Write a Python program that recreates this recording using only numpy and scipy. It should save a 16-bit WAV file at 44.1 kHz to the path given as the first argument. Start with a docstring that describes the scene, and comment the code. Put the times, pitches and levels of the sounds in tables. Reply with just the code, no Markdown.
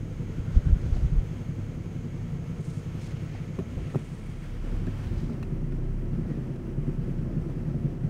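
"""A car idles: heard from the driver's seat, a dull knock thuds through the body about eleven times a second.
Each knock is a few short resonances of body and panels; the firings boom and hum as sines in the cabin, over
a rumble of coloured noise. Vent hiss is coloured noise with a few narrow tones. The hand-held phone is bumped,
brushes past clothes (bands of noise) and taps trim and console (ringing modes) on its way from the centre
console towards the footwell, where the engine is louder and the hiss is softer."""
import sys
import numpy as np
from scipy import signal
from scipy.fft import rfft, irfft
from scipy.io import wavfile
from scipy.ndimage import uniform_filter1d

SR = 44100
rng = np.random.default_rng(int(sys.argv[2]) if len(sys.argv) > 2 else 0)


def int16_out(signal):
    """Quantize to a 16-bit WAV file."""
    q = np.round(np.clip(np.atleast_2d(signal).T, -1, 1) * 32767)
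    wavfile.write(sys.argv[1], SR, q.astype(np.int16))


N = 356813
TIME = np.arange(N) / SR
FREQ = np.maximum(np.arange(N // 2 + 1) * SR / N, 1)


def undb(db):
    """Decibels to gain."""
    return 10 ** (np.asarray(db) / 20)


def curve(rows):
    """Rows (time [s], value) joined by straight lines."""
    return np.interp(TIME, *np.transpose(rows))


def unit(x):
    """Scale to rms 1."""
    return x / np.sqrt(np.mean(x ** 2))


def add(out, s, x):
    """Mix x into out from time s."""
    i = int(np.clip(s * SR, 0, N - 1))
    out[i:i + len(x)] += x[:N - i]


def swell(s, half):
    """A smooth rise and fall around time s."""
    return np.exp(-((TIME - s) / half) ** 2)


def walk(rate):
    """Smooth random motion of rms 1, taking a new random value about rate times a second."""
    k = int(SR / rate)
    steps = np.repeat(rng.standard_normal(N // k + 1), k)
    smooth = uniform_filter1d(uniform_filter1d(steps, k), k)
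    return unit(smooth[:N])


def band(x, lo_hz, hi_hz, order=2):
    """Causal band-pass."""
    edges = [lo_hz, min(hi_hz, SR / 2 - 1)]
    return signal.sosfilt(signal.butter(order, edges, "band", fs=SR, output="sos"), x)


def heard(x, table, place):
    """Colour x by a spectrum that glides from the console's (scaled to rms 1) to the footwell's."""
    hz, *columns = np.transpose(table)
    # roll off below the first and above the last listed frequency
    ends = 1 / (1 + (hz[0] / FREQ) ** 4) / (1 + (FREQ / hz[-1] / 2) ** 4)
    spectrum = rfft(x)
    gains = [undb(np.interp(np.log(FREQ), np.log(hz), db)) for db in columns]
    console, footwell = [irfft(spectrum * gain * ends, N) for gain in gains]
    return ((1 - place) * console + place * footwell) / np.std(console)


def ring(modes, scatter):
    """One soft blow: each resonance swells for a few ms and dies; no two blows land alike."""
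    t = TIME[:SR // 10]
    out, start = 0, rng.random()
    for hz, width, db in modes:
        age = np.pi * width * t
        envelope = age ** 2 * np.exp(-age)
        pitch = hz * (1 + scatter * rng.standard_normal())
        # all modes share one phase at the top of their swell
        turn = pitch * (t - 2 / (np.pi * width)) + start
        out = out + undb(db) * envelope * np.exp(2j * np.pi * turn)
    return out.real / np.abs(out).max()


def strike(modes, tilt_db, crack_db, contact_s):
    """A hard contact sets all modes off together, tilted by the hardness (peak 1), with a short crack."""
    t = TIME[:SR // 8]
    out = 0
    for hz, t60, db in modes:
        level = undb(db + tilt_db * np.log2(hz / modes[0][0]))
        decay = np.exp(-np.log(1000) * t / t60)
        pitch = hz * (1 + 0.013 * rng.standard_normal())
        out = out + level * decay * np.cos(2 * np.pi * pitch * t)
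    push = np.sin(np.pi * np.minimum(t / contact_s, 1)) ** 2
    out = signal.fftconvolve(out, push)[:len(t)]
    crack = band(rng.standard_normal(len(t)), 600, 11400) * np.exp(-t / 0.0063)
    return out / np.abs(out).max() + undb(crack_db) * crack


# engine speed: (time [s], firing rate [Hz])
FIRING_RATE = [(0.0, 33.65), (0.7, 33.75), (1.2, 33.92), (1.65, 33.5), (2.2, 34.7), (2.85, 34.51),
               (3.4, 33.85), (4.1, 34.64), (4.5, 32.9), (5.1, 34.24), (5.75, 31.39), (6.3, 32.9),
               (6.6, 32.23), (7.1, 32.12), (7.55, 32.6), (8.09, 33.3)]
# boom at the firing rate, swelling where the phone meets a standing wave: (time [s], rms level [dB])
BOOM_LEVEL = [(0, -41), (3.9, -49.5), (4.55, -36.5), (4.72, -28), (5.1, -41.5), (5.3, -51), (5.5, -33.5),
              (5.95, -29), (6.55, -44), (6.8, -33.5), (8.09, -39.5)]
# drone at three times the firing rate, swelling and fading through the cabin's standing waves:
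# (time [s], rms level before dips and wavering [dB])
DRONE_LEVEL = [(0, -41), (1.3, -40.5), (3.2, -41.5), (4.5, -48.5), (4.8, -37.5), (5.15, -37), (5.4, -47),
               (6.1, -40), (6.6, -52), (7.3, -43)]
# hum, rms before wavering: (multiple of firing rate, level at console [dB], level at footwell [dB])
HUM_ORDERS = [(2, -51, -49.5), (4, -49.5, -38.5), (5, -49, -44), (6, -54, -48), (7, -59.5, -49),
              (9, -61, -60.5), (10, -59, -60), (11, -67, -53), (12, -75.5, -52), (21, -74.5, -64.5)]
# rumble through the bulkhead, relative density:
# (frequency [Hz], at console [dB per Hz], at footwell [dB per Hz])
RUMBLE_COLOUR = [(19.8, -31, -22), (49.4, -12.5, 2.5), (94, -2, 1), (144, -7, -1.5), (180, -14, 0.5),
                 (247, -6.5, 2), (277, -13.5, -3.5), (357, -15.5, -2.5), (402, -19, -14.5),
                 (460, -14.5, -11), (594, -24, -16), (682, -27.5, -22), (795, -33, -29), (1490, -42, -32.5),
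                 (2960, -79, -45.5)]
# (time [s], rumble level before dips, trim and move to the footwell [dB])
RUMBLE_FADER = [(0, -37.5), (.7, -36.5), (2.6, -38), (3.5, -37.5), (3.85, -35.5), (4.1, -40.5), (4.5, -43),
                (4.75, -35.5), (5, -43.5), (5.3, -41), (5.95, -44.5), (6.3, -38.5), (6.6, -43),
                (7.4, -39.5), (8.09, -42)]
# a dip just before each knock, and how far drone and rumble drop in it
LULL_LEAD_S, LULL_HALF_S, LULL_DRONE_DB, LULL_RUMBLE_DB = 0.02, 0.0064, -11.5, -3


def engine(place, wander=0.35):
    """Uneven firings boom, drone and hum on their multiples and pump a rumble through the bulkhead."""
    turn = 2 * np.pi * (np.cumsum(curve(FIRING_RATE)) / SR + 0.01 * walk(9))
    lull = sum(swell(s - LULL_LEAD_S, LULL_HALF_S) for s, _, _ in KNOCK_TIMES)
    lull = lull - lull.mean()  # keeps the average level in dB
    boom = undb(curve(BOOM_LEVEL)) * np.sin(turn)
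    drone_db = curve(DRONE_LEVEL) + LULL_DRONE_DB * lull + 1.56 * walk(14)
    drone = undb(drone_db) * np.cos(3 * turn + 0.13 * walk(20))
    hum = 0
    for order, console_db, footwell_db in HUM_ORDERS:
        level = undb(console_db + (footwell_db - console_db) * place + 2.33 * walk(16))
        phase = wander * walk(18) + 2 * np.pi * rng.random()
        hum = hum + level * np.sin(round(order) * turn + phase)
    throb = undb(0.65 * np.cos(turn) + 0.99 * walk(35))
    rumble = heard(rng.standard_normal(N) * throb, RUMBLE_COLOUR, place)
    rumble = rumble * undb(curve(RUMBLE_FADER) + LULL_RUMBLE_DB * lull - 3.5)
    return np.sqrt(2) * (boom + drone + hum) + rumble  # root 2 turns sine peaks into rms levels


# vent air, relative density: (frequency [Hz], at console [dB per Hz], at footwell [dB per Hz])
AIR_COLOUR = [(295, 7, -13), (800, 3.5, 4.5), (1340, 2.5, -2), (1940, 0.5, -2), (2080, -3, -2.5),
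              (3220, -3, -10), (3560, -9, -18.5), (6100, -12, -16), (7200, -14, -20), (9400, -18, -20),
              (10300, -21, -24.5), (15500, -24.5, -26.5)]
# (time [s], hiss level before trim and move to the footwell [dB])
AIR_FADER = [(0, -59), (.9, -57.5), (2.2, -59.5), (3.1, -57), (3.7, -59), (5, -55.5), (5.6, -60.5)]
# narrow tones in the hiss; an end past the last second means the tone holds throughout:
# (frequency [Hz], width [Hz], rms level before any fade [dB], end [s])
AIR_TONES = [(6470, 420, -70, 4.3), (2175, 270, -63.5, 5.2), (1312, 20, -69.5, 11)]


def vents(place):
    """Fan-blown air hisses with a slight flutter and three narrow tones; two fade out, the third holds."""
    flow = rng.standard_normal(N) * undb(0.76 * walk(30))
    out = heard(flow, AIR_COLOUR, place) * undb(curve(AIR_FADER) + 2.5 + 3.8 * place)
    for hz, width, db, end in AIR_TONES:
        tone = unit(band(rng.standard_normal(N), hz - width / 2, hz + width / 2, order=1))
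        out = out + undb(db) * tone / (1 + np.exp((TIME - end) / 0.18))
    return out


# dull bumps on the microphone: (time [s], peak level [dB], half width [ms])
MIC_BUMPS = [(0.4, -20, 2.9), (0.572, -6.5, 5), (0.669, -14.5, 4.5), (0.703, -15, 5.5), (0.731, -7.5, 4.6),
             (0.769, -16, 2.6), (0.928, -14.5, 4.76), (0.965, -15.5, 4.7), (1.035, -15, 5.1),
             (1.052, -13, 3.5), (1.131, -15, 5.1), (1.158, -20, 7.4), (1.187, -12, 5.1), (3.772, -19, 2.7)]
# the hand shifts its grip on the phone: (time [s], half length [s], rumble level [dB])
GRIP_SHIFTS = [(.87, 0.059, -26.5), (1.05, 0.19, -29.5), (3.81, 0.067, -35), (4.65, 0.19, -39),
               (5.2, 0.16, -32)]
# every bump shakes the phone for a moment: rumble level against the bump, half length
SHAKE_DB, SHAKE_S = -18, 0.035
HOLD_DB = -47  # rumble of the hand at rest


def handling():
    """Each bump is one pressure swell with a dip on either side; bumps and grip shifts stir a low rumble."""
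    stirs = GRIP_SHIFTS + [(s, SHAKE_S, db + SHAKE_DB) for s, db, _ in MIC_BUMPS]
    power = undb(HOLD_DB) ** 2 + sum((undb(db) * swell(s, half_s)) ** 2 for s, half_s, db in stirs)
    out = unit(band(rng.standard_normal(N), 22.0, 87.7)) * np.sqrt(power)
    half = SR // 20
    for s, db, width_ms in MIC_BUMPS:
        u = np.arange(-half, half) / SR * 1000 / width_ms
        pressure = (1 - u ** 2) / (1 + u ** 2 / 3) ** 3
        add(out, s - half / SR, undb(db) * pressure)
    return out


# the knocks, one to about every third firing:
# (time [s], thud level before trim [dB], panel clatter level before trim [dB])
KNOCK_TIMES = [(0.02, -35.5, -39), (0.099, -29.5, -41), (0.191, -26.5, -35.5), (0.288, -31, -35.5),
               (0.378, -25.5, -36), (0.471, -25, -36), (0.564, -30, -33), (0.657, -20, -36.5),
               (0.753, -30.5, -48), (0.839, -25, -56), (0.931, -28, -36), (1.035, -27, -47),
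               (1.115, -24, -50), (1.216, -26, -37), (1.305, -26.5, -39), (1.393, -30, -38),
               (1.485, -23, -40), (1.577, -26, -36.5), (1.68, -27.5, -45), (1.769, -26.5, -34),
               (1.856, -30, -36.5), (1.953, -26, -34), (2.039, -29, -33.5), (2.134, -27.5, -39),
               (2.227, -27.5, -48), (2.317, -24, -42), (2.388, -27, -40), (2.494, -24.5, -43),
               (2.588, -27, -35.5), (2.672, -25, -38), (2.763, -25, -39), (2.855, -26.5, -37),
               (2.943, -26.5, -35), (3.026, -30.5, -42), (3.127, -25, -44), (3.216, -27, -44),
               (3.314, -29.5, -48), (3.399, -26, -48), (3.491, -27.5, -41), (3.585, -31.5, -30),
               (3.674, -35, -43.5), (3.771, -29.5, -39), (3.857, -27.5, -48), (3.944, -30.0, -35),
               (4.017, -29, -46), (4.114, -27.5, -45), (4.192, -38, -50), (4.283, -28.5, -38),
               (4.413, -31.5, -43), (4.636, -35, -34.5), (4.724, -37, -37), (4.813, -30.5, -39),
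               (4.999, -29, -54), (5.111, -33, -33.5), (5.219, -24, -32), (5.329, -26, -40),
               (5.426, -27, -41), (5.518, -23.5, -37), (5.626, -23.5, -40), (5.727, -25.5, -28),
               (5.822, -32, -39), (5.932, -32, -38), (6.025, -27, -30.5), (6.122, -29.5, -33.5),
               (6.182, -23, -29.5), (6.303, -24.5, -26.5), (6.369, -29, -27), (6.494, -29, -30),
               (6.598, -34, -35), (6.688, -41, -30), (6.776, -21, -29), (6.872, -22, -25.5),
               (6.98, -22.5, -32), (7.074, -23, -30), (7.176, -24.5, -45), (7.267, -32, -29.5),
               (7.361, -21, -36), (7.456, -23.5, -25), (7.554, -25, -31), (7.667, -21.5, -48),
               (7.746, -22.5, -31), (7.841, -19, -29), (7.936, -31.5, -30.5), (8.032, -20, -30.5)]
# the body a knock rings, before pitch drop and scatter: (frequency [Hz], width [Hz], relative level [dB])
BODY_MODES = [(141.3, 54.2, -2), (162.9, 54.4, -2.5)]
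# the panels it rattles, before scatter: (frequency [Hz], width [Hz], relative level [dB])
PANEL_MODES = [(238.5, 72.9, 1), (323.5, 93.7, -2.5), (370, 79.2, -5), (500, 123.4, -16.5)]
# weaker firings on either side, before scatter: (time from the knock [s], level against its table thud [dB])
SIDE_FIRINGS = [(-.029, -9), (.028, -7)]
# pitches that cancel between the cabin walls: (frequency [Hz], width [Hz])
CABIN_NULLS = [(193, 23), (440, 50)]


def knocks(place, rattle_s=.008, rattle_lead_s=0.00802, thud_db=1.14, clatter_db=1, footwell_drop=0.042):
    """Panels rattle in three dying blows around a body thud between weaker firings, deeper in the footwell."""
    out = np.zeros(N)
    for s, thud, clatter in KNOCK_TIMES:
        pitch = 1 - footwell_drop * np.interp(s, TIME, place)
        body = [(hz * pitch, width, db) for hz, width, db in BODY_MODES]
        add(out, s, undb(thud + thud_db) * ring(body, scatter=0.021))
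        for apart_s, db in SIDE_FIRINGS:
            late, size = rng.standard_normal(2)
            level = undb(thud + db + 1.4 * size)
            add(out, s + apart_s + 0.0018 * late, level * ring(body, scatter=0.037))
        for k, slip in enumerate(rng.random(size=3)):
            blow_s = s - rattle_lead_s + rattle_s * (k + slip / 2)
            level = undb(clatter + clatter_db - 4.5 * k)
            add(out, blow_s, level * ring(PANEL_MODES, scatter=0.032))
    for hz, width in CABIN_NULLS:
        out = signal.lfilter(*signal.iirnotch(hz, hz / width, fs=SR), out)
    return out


# clothes brushing past the phone:
# (time [s], half length [s], level before uneven catching [dB], centre [Hz], width [Hz])
CLOTH_STROKES = [(0.56, 0.043, -62, 3478, 5000), (.65, 0.44, -60.5, 1420, 200),
                 (0.923, 0.13, -62, 3500, 5000), (2.69, 0.11, -68, 8750, 1500),
                 (2.72, 0.1, -64, 7504, 7000), (3.053, 0.067, -59, 6000, 7000), (3.1, 0.16, -59, 2130, 800),
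                 (3.37, 0.13, -57.5, 2100, 700), (3.199, .2, -76, 2800, 350), (3.25, .25, -80, 4380, 160),
                 (3.864, 0.19, -60.5, 1950, 700), (3.85, 0.086, -63.5, 2770, 375),
                 (4.15, 0.41, -70, 8900, 2199), (4.32, 0.24, -66, 2190, 150),
                 (4.716, 0.11, -59.5, 1380, 220), (4.95, .3, -70, 3118, 400),
                 (4.984, 0.18, -60.5, 1460, 800), (4.95, 0.48, -80, 4300, 4970),
                 (5.214, 0.17, -63, 3850, 4000), (5.722, 0.015, -66, 2000, 900),
                 (6.324, 0.1, -61, 1880, 250)]


def clothes():
    """Cloth slides in short strokes, each a resonant band of noise; its fibres catch unevenly."""
    out, catch = 0, undb(2.24 * walk(160) + 1.2 * walk(25))
    for s, half, db, hz, width in CLOTH_STROKES:
        b, a = signal.iirpeak(hz, hz / min(width, SR / 4), fs=SR)
        stroke = unit(signal.lfilter(b, a, band(rng.standard_normal(N), 590, 7200)))
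        out = out + undb(db) * swell(s, half) * stroke
    return out * catch


# soft thuds on the console: (time [s], peak level [dB], brightness [dB per octave])
CONSOLE_THUDS = [(3.585, -20.5, 2.5), (3.594, -23.5, -9), (3.954, -23.5, -1), (4.866, -22, 2),
                 (4.877, -25.5, 7.5), (5.29, -26, 0), (5.299, -22, 2), (5.322, -29, 7), (6.309, -25, -6)]
# what the hollow console rings with, before tilt and scatter:
# (frequency [Hz], width [Hz], relative level [dB])
CONSOLE_MODES = [(168.6, 58.4, 3), (236, 68.6, 2.5), (392, 73.7, -6), (620, 175, -19)]
# taps on the trim, peak without the crack: (time [s], peak level [dB], brightness [dB per octave])
TRIM_TAPS = [(3.588, -30, 1), (3.598, -28, 2.5), (3.943, -26, -2), (3.947, -19.5, 3.5), (3.9566, -12.5, -7),
             (4.869, -37, 8), (5.297, -29, 5), (5.427, -38, 13)]
# what the trim rings with, before tilt and scatter: (frequency [Hz], t60 [s], relative level [dB])
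TRIM_MODES = [(136, 0.049, 9), (257, 0.029, 3), (364, 0.06, 2), (533, 0.01, -20), (625, .014, -12),
              (830, 0.023, -5), (1110, 0.016, -25), (1350, 0.0095, 9)]
# loose bits of trim, each on its own note before scatter:
# (time [s], peak level [dB], frequency [Hz], width [Hz])
LOOSE_TOCKS = [(.967, -38, 690, 260), (3.349, -39, 740, 300), (3.586, -41, 1093, 220),
               (3.603, -41.5, 640, 110), (4.872, -43, 1690, 219), (5.429, -36.5, 1100, 900),
               (5.432, -45.5, 2650, 318), (5.429, -54, 4120, 250), (7.744, -37, 600, 300)]
# small plastic clicks, peak without the crack: (time [s], peak level [dB], brightness [dB per octave])
PLASTIC_CLICKS = [(.967, -49, 2), (3.59, -38, -2), (3.6, -50, 0), (3.946, -41, 1), (3.958, -38, -5),
                  (4.868, -41, 7), (5.428, -36, -1), (5.723, -44, -16), (6.31, -51, 1), (6.56, -48, 7)]
# what a click rings with, before tilt and scatter: (frequency [Hz], t60 [s], relative level [dB])
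CLICK_MODES = [(1436, 0.025, 1), (1800, 0.033, 3), (2500, 0.045, -2), (2660, 0.037, -2.5), (3350, .02, -11),
               (3880, 0.045, -9), (7400, .025, -14)]


def taps():
    """Soft thuds on the hollow console, hard taps on trim, tocks of loose parts and small bright clicks."""
    out = np.zeros(N)
    lowest_hz = CONSOLE_MODES[0][0]
    for s, db, tilt_db in CONSOLE_THUDS:
        modes = [(hz, width, gain + tilt_db * np.log2(hz / lowest_hz)) for hz, width, gain in CONSOLE_MODES]
        add(out, s, undb(db) * ring(modes, scatter=0.025))
    for s, db, tilt_db in TRIM_TAPS:
        add(out, s, undb(db) * strike(TRIM_MODES, tilt_db, crack_db=-44, contact_s=0.0012))
    for s, db, hz, width in LOOSE_TOCKS:
        add(out, s, undb(db) * ring([(hz, width, 0)], scatter=0.005))
    for s, db, tilt_db in PLASTIC_CLICKS:
        add(out, s, undb(db) * strike(CLICK_MODES, tilt_db, crack_db=-17.5, contact_s=0.000099))
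    return out


# where the phone is held: (time [s], place from 0 at the console to 1 at the footwell)
PHONE_PLACE = [(0, 0.021), (4.2, 0.0083), (4.8, 0.18), (5.15, 0.68), (5.45, 0.97), (8.09, 0.91)]


def scene():
    """Everything in the cabin, in one channel."""
    place = np.clip(curve(PHONE_PLACE), 0, 1)
    car = engine(place) + vents(place) + knocks(place)
    phone = handling() + clothes() + taps()
    return (car + phone)[None]


TOP_HZ = 15700  # upper limit of the phone's microphone


def record(dry):
    """The phone's microphone drops the deepest bass and cuts the top steeply."""
    thin = signal.sosfilt(signal.butter(1, 8, "high", fs=SR, output="sos"), dry)
    return signal.sosfilt(signal.ellip(10, .2, 70, TOP_HZ, fs=SR, output="sos"), thin)


dry = scene()
out = record(dry)
int16_out(out)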